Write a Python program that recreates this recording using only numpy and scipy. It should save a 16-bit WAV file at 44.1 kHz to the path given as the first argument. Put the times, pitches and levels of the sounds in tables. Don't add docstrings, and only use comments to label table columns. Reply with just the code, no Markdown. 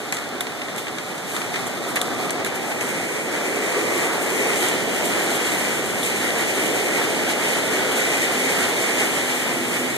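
import sys
import numpy as np
from scipy import signal
from scipy.fft import rfft, irfft, next_fast_len
from scipy.io import wavfile

SR = 44100
rng = np.random.default_rng(int(sys.argv[2]) if len(sys.argv) > 2 else 0)


def dump_mix(stems):
    frames = np.atleast_2d(stems).T
    limited = np.clip(frames, -1, 1)
    pcm = np.round(limited * 32767).astype(np.int16)
    wavfile.write(sys.argv[1], SR, pcm)


N = 439662
TIME = np.arange(N) / SR

# time in seconds, drumming on the roof in dB, rain on the glass in dB.
STORM_STRENGTH = [(0.0, -35.5, -34), (1.15, -35.5, -33), (1.45, -34.5, -31), (2.3, -30, -31),
                  (3.15, -30.5, -28), (3.9, -25.5, -25), (4.2, -26.5, -26.5), (4.6, -25.5, -24),
                  (4.8, -26.5, -26), (5.35, -26.5, -24), (5.9, -29.5, -27), (6.2, -28.5, -25),
                  (6.75, -25.5, -25), (7.05, -26.5, -25.5), (7.95, -27, -23.5), (9.05, -27.5, -24),
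                  (9.55, -30, -26), (9.97, -30, -27.5)]
# its dB when the storm stands at STRONG_DB, dB gained per dB of storm.
WASH_FOLLOWS = (-28, 0.9)
PATTER_FOLLOWS = (-27.5, 1.31)
STRONG_DB = -26

# frequency in Hz, strength in dB per Hz.
BOOM_COLOUR = [(20, -38), (45, -31), (70, -22), (110, -5), (170, -1.5), (255, 1.5), (320, -6), (500, -22),
               (1500, -80)]
# time in seconds, level in dB.
BOOM_LEVEL = [(0.0, -43.5), (1.1, -42), (1.5, -38), (2.3, -38), (3.5, -40.5), (5.0, -37.5), (7.6, -37),
              (8.5, -39), (9.97, -37.5)]
# time in seconds, lower in dB, upper in dB.
DRONE_LEVELS = [(0, -49, -56), (4, -51, -56), (7.3, -45.5, -43), (8.2, -39, -48), (9.2, -39.5, -41),
                (9.6, -32, -38), (9.97, -36, -34)]
# frequency in Hz, strength in dB per Hz.
LOWER_DRONE_COLOUR = [(60, -71), (225, -22), (246, -16), (252, 0), (258, -12), (280, -21.5), (600, -49)]
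# frequency in Hz, strength in dB per Hz.
HIGHER_DRONE_COLOUR = [(100, -74), (300, -19.5), (325, -10), (338, -1), (350, 5), (378, -18), (800, -57)]
# frequency in Hz, strength in dB per Hz.
ROOF_COLOUR = [(80, -51), (200, -14), (300, -5.5), (400, -2), (500, -4.5), (620, -7), (800, -12),
               (1050, -22), (3000, -52.5)]
# frequency in Hz, strength in dB per Hz.
WASH_COLOUR = [(60, -31.5), (250, -7.5), (580, -6.5), (730, -4.5), (900, -3), (1100, -5.5), (1350, -3.5),
               (1700, -3.5), (2600, -9), (5000, -18.5), (14000, -36)]
# frequency in Hz, strength in dB per Hz.
LEDGE_COLOUR = [(350, -36), (570, -11), (660, 1.5), (760, 1), (860, -2), (1200, -35.5)]
# time in seconds, level in dB.
LEDGE_LEVEL = [(0, -44), (1.25, -52), (1.5, -38), (2.05, -47), (2.25, -34.5), (2.5, -40), (2.72, -32),
               (2.9, -46), (3.6, -41), (4.1, -37), (4.6, -36), (4.74, -48), (5.0, -33.5), (5.4, -36),
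               (5.85, -39.5), (6.7, -36.5), (8.0, -35), (9.0, -36), (9.7, -41)]
# time of the peak in seconds, level in dB, panel pitch in Hz,
# half length in seconds.
PANEL_GUSTS = [(2.08, -40, 1180, .25), (3.75, -32, 424, 0.26), (3.88, -36.5, 1150, 0.23),
               (4.3, -39, 1120, .2), (4.42, -30, 435, 0.15), (5.17, -39, 590, .18), (5.2, -35, 375, 0.17),
               (5.72, -37.5, 225, .15), (6.72, -32.5, 377, 0.12), (7.92, -31.5, 500, .14),
               (7.98, -37, 1465, .22)]
PANEL_WIDTH_HZ = 80

# time in seconds, level in dB.
STEADY_SPRAY = [(0, -44), (.7, -44.5), (1.2, -41.5), (1.55, -40.5), (2.25, -39.5), (2.4, -50), (2.7, -37.5),
                (3.3, -37), (4.3, -31.5), (4.85, -34), (5.2, -30.5), (5.95, -32.5), (6.4, -31.5),
                (7.3, -32.5), (8.4, -31), (9.05, -30.5), (9.45, -31.5), (9.97, -33.5)]
# frequency in Hz, strength in dB per Hz.
SPRAY_COLOUR = [(1000, -45), (3000, 1), (5000, -13), (6100, -2), (7400, 3), (8500, 2.5), (10000, 0),
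                (12000, -2), (13000, -5.5), (14000, -7.5)]
# onset in seconds, peak of the added burst in dB relative to the steady fall,
# rise time in seconds, decay time in seconds.
FLURRY_TABLE = [(.125, 8, .016, .022), (.77, 10, 0.015, 0.044), (1.24, 7.5, .09, 0.082),
                (1.66, 7, .012, .027), (1.87, 5, .04, .08), (2.448, 12, .012, 0.044),
                (2.54, 10, .014, 0.034), (2.8, 5, .014, .04), (4.56, 6, .05, .08), (4.65, 2, .03, .02),
                (5.02, 4.5, 0.04, .1), (5.27, 3, 0.035, 0.063), (5.5, -4, .03, .07),
                (6.025, 6, 0.01, 0.062), (6.53, 2, 0.023, .05), (6.64, 2, .025, .045), (7.5, -7, .02, 0.02),
                (7.9, 5.5, .02, 0.071), (8.48, -1, .04, .1)]
# frequency in Hz, strength in dB per Hz.
PANE_COLOUR = [(400, -40), (1100, -23.5), (1600, -9), (1900, 3.5), (2350, 3), (2900, -8), (3500, -10.5),
               (4300, -13.5), (5200, -14.5), (6200, -11), (7400, -10), (9000, -14), (14000, -26)]
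# time in seconds, level in dB.
DOOR_LEVEL = [(0, -47), (3.3, -52), (3.9, -45), (4.3, -53), (4.65, -34), (4.85, -36.5), (5.5, -36),
              (5.95, -38), (6.15, -36), (7.4, -34), (8.5, -34), (9.15, -32.5), (9.97, -38)]
# frequency in Hz, strength in dB per Hz.
DOOR_COLOUR = [(900, -40), (2200, -17.5), (2900, 3.5), (3400, -0.5), (4200, -6.5), (5200, -10), (7000, -23),
               (14000, -34)]
# frequency in Hz, strength in dB per Hz.
WINDOW_COLOUR = [(40, -58), (250, -18), (560, -13.5), (720, -2), (900, -14.5), (1300, -8.5), (1650, -19),
                 (2900, -30), (3500, -14), (4200, -20.5), (9000, -33)]
# frequency in Hz, strength in dB per Hz.
SMALL_HAIL_COLOUR = [(100, -46), (900, -12), (2500, -21), (3500, 17.5), (4800, -15), (6200, 20), (7700, 11),
                     (9000, 12), (11000, 1), (14000, 0)]
WINDOW_DB, LEAVE_S, LEAVE_DB_PER_S, LEFT_BEHIND_DB = -0.5, 2.15, 22, 27
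PELLETS_PER_S, PELLET_DB, PELLET_SCATTER_DB = 56, -22, 4

# time in seconds, snap in dB, pitch of the snap in Hz,
# ring of the glass in dB, knock of the pane in dB, decay time of knock and splinters in seconds.
HAILSTONES = [(0.124, -12, 7600, -22, -15, 0.006), (.140, -27, 7800, -29, -29, .006),
              (.146, -20, 7700, -37, -32, .011), (.1684, -18, 7500, -24, -23, .0088),
              (.185, -32, 7600, -30, -31, .005), (.4074, -11, 11100, -13.5, -19.5, 0.0072),
              (.4682, -37, 7000, -27, -23, .007), (.6163, -35, 7000, -38, -23, .006),
              (.684, -33, 7500, -32, -28, .0055), (.762, -20, 7500, -30, -37, .005),
              (.7802, -28, 7500, -28, -26, 0.0066), (.868, -36, 7000, -34, -24, .006),
              (.881, -34, 7500, -25, -24, 0.0097), (0.984, -26, 7000, -28, -23, .008),
              (1.18, -23, 7500, -27, -33, .005), (1.350, -27, 8000, -27, -26, .005),
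              (1.3645, -18, 7900, -19, -21, .008), (1.416, -35, 7000, -35, -21, .005),
              (1.540, -29, 7600, -25, -21, 0.0077), (1.558, -38, 7500, -26, -19, .009),
              (1.668, -22, 7500, -29, -31, .006), (1.775, -35, 7500, -26, -30, 0.0044),
              (1.9583, -11.5, 10160, -26, -20, .012), (1.962, -27, 7300, -27, -16.5, .007),
              (1.9693, -31, 7300, -22, -17, .009), (2.0149, -8.5, 8340, -10.5, -22, 0.006),
              (2.073, -26, 11300, -36, -32, .004), (2.295, -32, 8000, -33, -21, .006),
              (2.3063, -11.5, 8140, -31, -23, .006), (2.4474, -15, 11500, -22, -21, .005),
              (2.4635, -23, 11000, -27, -22, .008), (2.481, -25, 8600, -33, -28, .005),
              (2.557, -30, 7500, -30, -31, .005), (2.716, -31, 7500, -35, -23.5, .0085),
              (2.809, -20, 6700, -28, -21, .01), (4.570, -19, 8000, -30, -32, .008),
              (4.686, -14, 8700, -30, -35, .014), (4.893, -28, 7500, -22, -26, .005),
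              (5.304, -22, 8000, -26, -26, .006), (6.0305, -22, 10400, -14, -28, 0.0093),
              (6.048, -24, 9000, -20, -23, .007), (6.305, -28, 7500, -18, -30, .005)]
# frequency in Hz, strength in dB per Hz.
SNAP_COLOUR = [(1000, -22), (3500, -9), (4800, -12), (6200, 5), (9000, 4.5), (11500, 3), (14000, -9.5)]
SPOT_DB, SPOT_WIDTH_HZ = 6, 920
# frequency in Hz, strength in dB per Hz.
KNOCK_COLOUR = [(40, -42), (200, -12), (550, -0.5), (1400, 3), (2000, 11), (2800, 4.5), (3500, -2),
                (4600, -5), (8000, -12), (14000, -49)]
RING_HZ, RING_SPREAD, RING_S, RING_LAG_S = 3610, .02, 0.0013, .00003

CAPSULE_LAG = 17
BEAM_NULL_HZ = 2610
# frequency in Hz, share from 0 to 1.
OTHER_CAPSULE_SHARE = [(4150, 1), (4500, .35), (5300, .33), (7000, .13), (14000, .2)]
# frequency in Hz, gain in dB.
MIDDLE_CUT = [(2490, 0), (2550, -7), (2660, -8), (2720, 0)]
TOP_HZ = 13950


def undb(db):
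    return 10 ** (np.asarray(db) / 20)


def curves(table):
    s, *columns = np.transpose(table)
    return [np.interp(TIME, s, column) for column in columns]


def walk(rate):
    levels = rng.standard_normal(2048)
    return 1.2 * np.interp(TIME * rate, np.arange(len(levels)), levels)


def follow(storm_db, law):
    strong_db, slope = law
    return strong_db + slope * (storm_db - STRONG_DB)


def ring(pulses, colour, size=4096):
    hz, db = np.transpose(colour)
    grid = np.maximum(np.fft.rfftfreq(size, 1 / SR), 1)
    gain = undb(np.interp(np.log(grid), np.log(hz), db))
    cepstrum = irfft(np.log(gain))
    cepstrum[1:size // 2] *= 2
    cepstrum[size // 2 + 1:] = 0
    response = irfft(np.exp(rfft(cepstrum)))
    response = response / np.linalg.norm(response)
    return signal.oaconvolve(pulses, response[None], axes=1)[:, :pulses.shape[1]]


def impacts(strength, rate, scatter_db, side, width):
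    n = len(strength)
    hit = rng.random(n) < rate / SR
    sign = np.sign(rng.standard_normal(n))
    size = hit * sign * undb(scatter_db * rng.standard_normal(n))
    size = size * strength / np.std(size)
    bearing = np.clip(side + width * rng.uniform(-1, 1, n), -1, 1)
    lag = np.round(CAPSULE_LAG * bearing).astype(int)
    arrival = (np.arange(n) + lag) % n
    return np.array([size, np.bincount(arrival, size, n)])


def stairwell_boom():
    level_db, = curves(BOOM_LEVEL)
    strength = undb(level_db + 0.87 * walk(rate=9))
    return ring(impacts(strength, rate=5000, scatter_db=0.5, side=-0.32, width=1.44), BOOM_COLOUR)


def low_resonances():
    lower_db, upper_db = curves(DRONE_LEVELS)
    lower = impacts(undb(lower_db), rate=5000, scatter_db=1.5, side=0, width=0.42)
    upper = impacts(undb(upper_db), rate=5000, scatter_db=1.0, side=0, width=0.37)
    return ring(lower, LOWER_DRONE_COLOUR, size=16384) + ring(upper, HIGHER_DRONE_COLOUR)


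def roof_drumming(roof_db):
    strength = undb(roof_db + 0.33 * walk(rate=14))
    return ring(impacts(strength, rate=8000, scatter_db=2, side=-0.056, width=0.9), ROOF_COLOUR)


def rain_wash(roof_db, glass_db):
    level_db = follow((roof_db + glass_db) / 2, WASH_FOLLOWS)
    strength = undb(level_db + 1.3 * walk(rate=17))
    return ring(impacts(strength, rate=14000, scatter_db=2.5, side=-0.044, width=0.9), WASH_COLOUR)


def ledge_rain():
    level_db, = curves(LEDGE_LEVEL)
    return ring(impacts(undb(level_db), rate=3000, scatter_db=2.5, side=-0.043, width=.85), LEDGE_COLOUR)


def gusts_on_panels():
    out = np.zeros((2, N))
    hz = np.geomspace(40, 6000, 200)
    for s, level_db, panel_hz, half_s in PANEL_GUSTS:
        span = np.abs(TIME - s) < .7
        swell = undb(level_db) * np.exp(-.5 * ((TIME[span] - s) / half_s) ** 2)
        colour_db = -20 * np.log10(1 + ((hz - panel_hz) / PANEL_WIDTH_HZ) ** 2)
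        drops = impacts(swell, rate=4000, scatter_db=2, side=-.04, width=0.78)
        out[:, span] += ring(drops, np.c_[hz, colour_db])
    return out


def flurries():
    power = np.ones(N)
    for s, peak_db, rise_s, decay_s in FLURRY_TABLE:
        first = int(s * SR)
        age = TIME[:min(SR // 2, N - first)]
        swell = np.minimum(age / max(rise_s, 1e-3), 1)
        release = np.exp(-np.maximum(age - rise_s, 0) / max(decay_s, 1e-3))
        power[first:first + len(age)] += (undb(peak_db) * swell * release) ** 2
    return np.sqrt(power)


def spray_on_glass(flutter, gusts, surge):
    level_db, = curves(STEADY_SPRAY)
    waver_db = 0.79 * flutter + 0.37 * gusts + 1.0 * walk(rate=36)
    strength = undb(level_db + waver_db) * surge
    return ring(impacts(strength, rate=12000, scatter_db=2.5, side=0, width=0.98), SPRAY_COLOUR)


def first_window(roof_db, flutter):
    faded_db = np.clip((TIME - LEAVE_S) * LEAVE_DB_PER_S, 0, LEFT_BEHIND_DB)
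    level_db = roof_db + WINDOW_DB - faded_db
    drops = impacts(undb(level_db + 1.0 * flutter), rate=2500, scatter_db=1.0, side=0, width=0.89)
    pellets = impacts(undb(level_db + PELLET_DB), rate=PELLETS_PER_S, scatter_db=PELLET_SCATTER_DB,
                      side=0, width=0.57)
    return ring(drops, WINDOW_COLOUR) + ring(pellets, SMALL_HAIL_COLOUR)


def bounces(sound, wall_db=-12, drift_s=0.000393, count=4):
    out, gain = sound, undb(wall_db)
    for path_s in rng.uniform(.005, .035, count):
        then = TIME - path_s - drift_s * walk(rate=0.99)
        echo = np.array([np.interp(then, TIME, capsule, left=0) for capsule in sound])
        out = out + gain * echo
    return out / np.sqrt(1 + count * gain ** 2)


def rain_on_panes_and_doors(glass_db, flutter, gusts, surge):
    door_db, = curves(DOOR_LEVEL)
    pane_db = follow(glass_db, PATTER_FOLLOWS) + 1.15 * flutter + 0.56 * gusts
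    patter = impacts(undb(pane_db), rate=10000, scatter_db=3, side=-.03, width=1.02)
    door_strength = undb(door_db + 0.63 * flutter) * surge
    doors = impacts(door_strength, rate=7000, scatter_db=1, side=0, width=0.95)
    return bounces(ring(patter, PANE_COLOUR) + ring(doors, DOOR_COLOUR))


def rain():
    roof_db, glass_db = curves(STORM_STRENGTH)
    flutter, gusts, surge = walk(rate=30), walk(rate=13), flurries()
    roar = stairwell_boom() + low_resonances() + roof_drumming(roof_db) + rain_wash(roof_db, glass_db)
    glass = spray_on_glass(flutter, gusts, surge) + first_window(roof_db, flutter)
    glass = glass + rain_on_panes_and_doors(glass_db, flutter, gusts, surge)
    return roar + ledge_rain() + glass


def glass_ring(age):
    hz = RING_HZ * (1 + RING_SPREAD * rng.standard_normal())
    age = np.maximum(age - np.array([[0], [RING_LAG_S]]), 0)
    return np.sin(2 * np.pi * hz * age) * np.exp(-age / RING_S)


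def hail(snap_s=0.00053, shatter_db=-14, room_s=0.032, snap_room_db=-23, knock_room_db=-20, flex_share=0.082):
    out = np.zeros((2, N))
    age = TIME[:SR // 6]
    hz = np.linspace(500, 14000, 100)

    def fade(decay_s):
        return np.exp(-2 * age / max(decay_s, 1e-4))

    for s, snap_db, snap_hz, ring_db, knock_db, decay_s in HAILSTONES:
        body, tail = fade(decay_s), fade(room_s)
        splinters = undb(2 * shatter_db) * body
        snap_power = fade(snap_s) + splinters + undb(2 * snap_room_db) * tail
        flex = 1 - fade(flex_share * decay_s)
        knock_power = flex * (body + undb(2 * knock_room_db) * tail)
        snaps = impacts(undb(snap_db) * np.sqrt(snap_power), rate=40000, scatter_db=1, side=.3, width=.8)
        knocks = impacts(undb(knock_db) * np.sqrt(knock_power), rate=16000, scatter_db=2, side=.05, width=.9)
        spot = SPOT_DB / (1 + ((hz - snap_hz) / SPOT_WIDTH_HZ) ** 2)
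        snap_colour = np.interp(hz, *np.transpose(SNAP_COLOUR)) + spot
        stone = ring(snaps, np.c_[hz, snap_colour]) + ring(knocks, KNOCK_COLOUR)
        stone = stone + undb(ring_db) * glass_ring(age)
        first = int(s * SR)
        out[:, first:first + len(age)] += stone
    return out


def scene():
    return rain() + gusts_on_panels() + hail()


def beams(capsules):
    size = next_fast_len(N + SR // 4)
    spectrum, hz = rfft(capsules, size), np.fft.rfftfreq(size, 1 / SR)
    turn = 2 * np.pi * hz / BEAM_NULL_HZ
    depth = np.interp(hz, *np.transpose(OTHER_CAPSULE_SHARE))
    diffuse_power = 1 + depth ** 2 - 2 * depth * np.cos(turn) * np.sinc(turn / np.pi)
    other = depth * np.exp(-1j * turn) * spectrum[::-1]
    beam = (spectrum - other) / np.sqrt(diffuse_power + .02)
    cut = 1 - undb(np.interp(hz, *np.transpose(MIDDLE_CUT)))
    middle = beam.mean(axis=0)
    return irfft(beam - cut * middle, size)[:, :N]


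def record(dry):
    no_rumble = signal.butter(2, 30, "highpass", fs=SR, output="sos")
    sound = signal.sosfilt(no_rumble, beams(dry))
    rounded = sound / (1 + (sound / .6) ** 4) ** .25
    no_top = signal.ellip(12, .1, 80, TOP_HZ, fs=SR, output="sos")
    return signal.sosfilt(no_top, rounded)


dry = scene()
out = record(dry)
dump_mix(out)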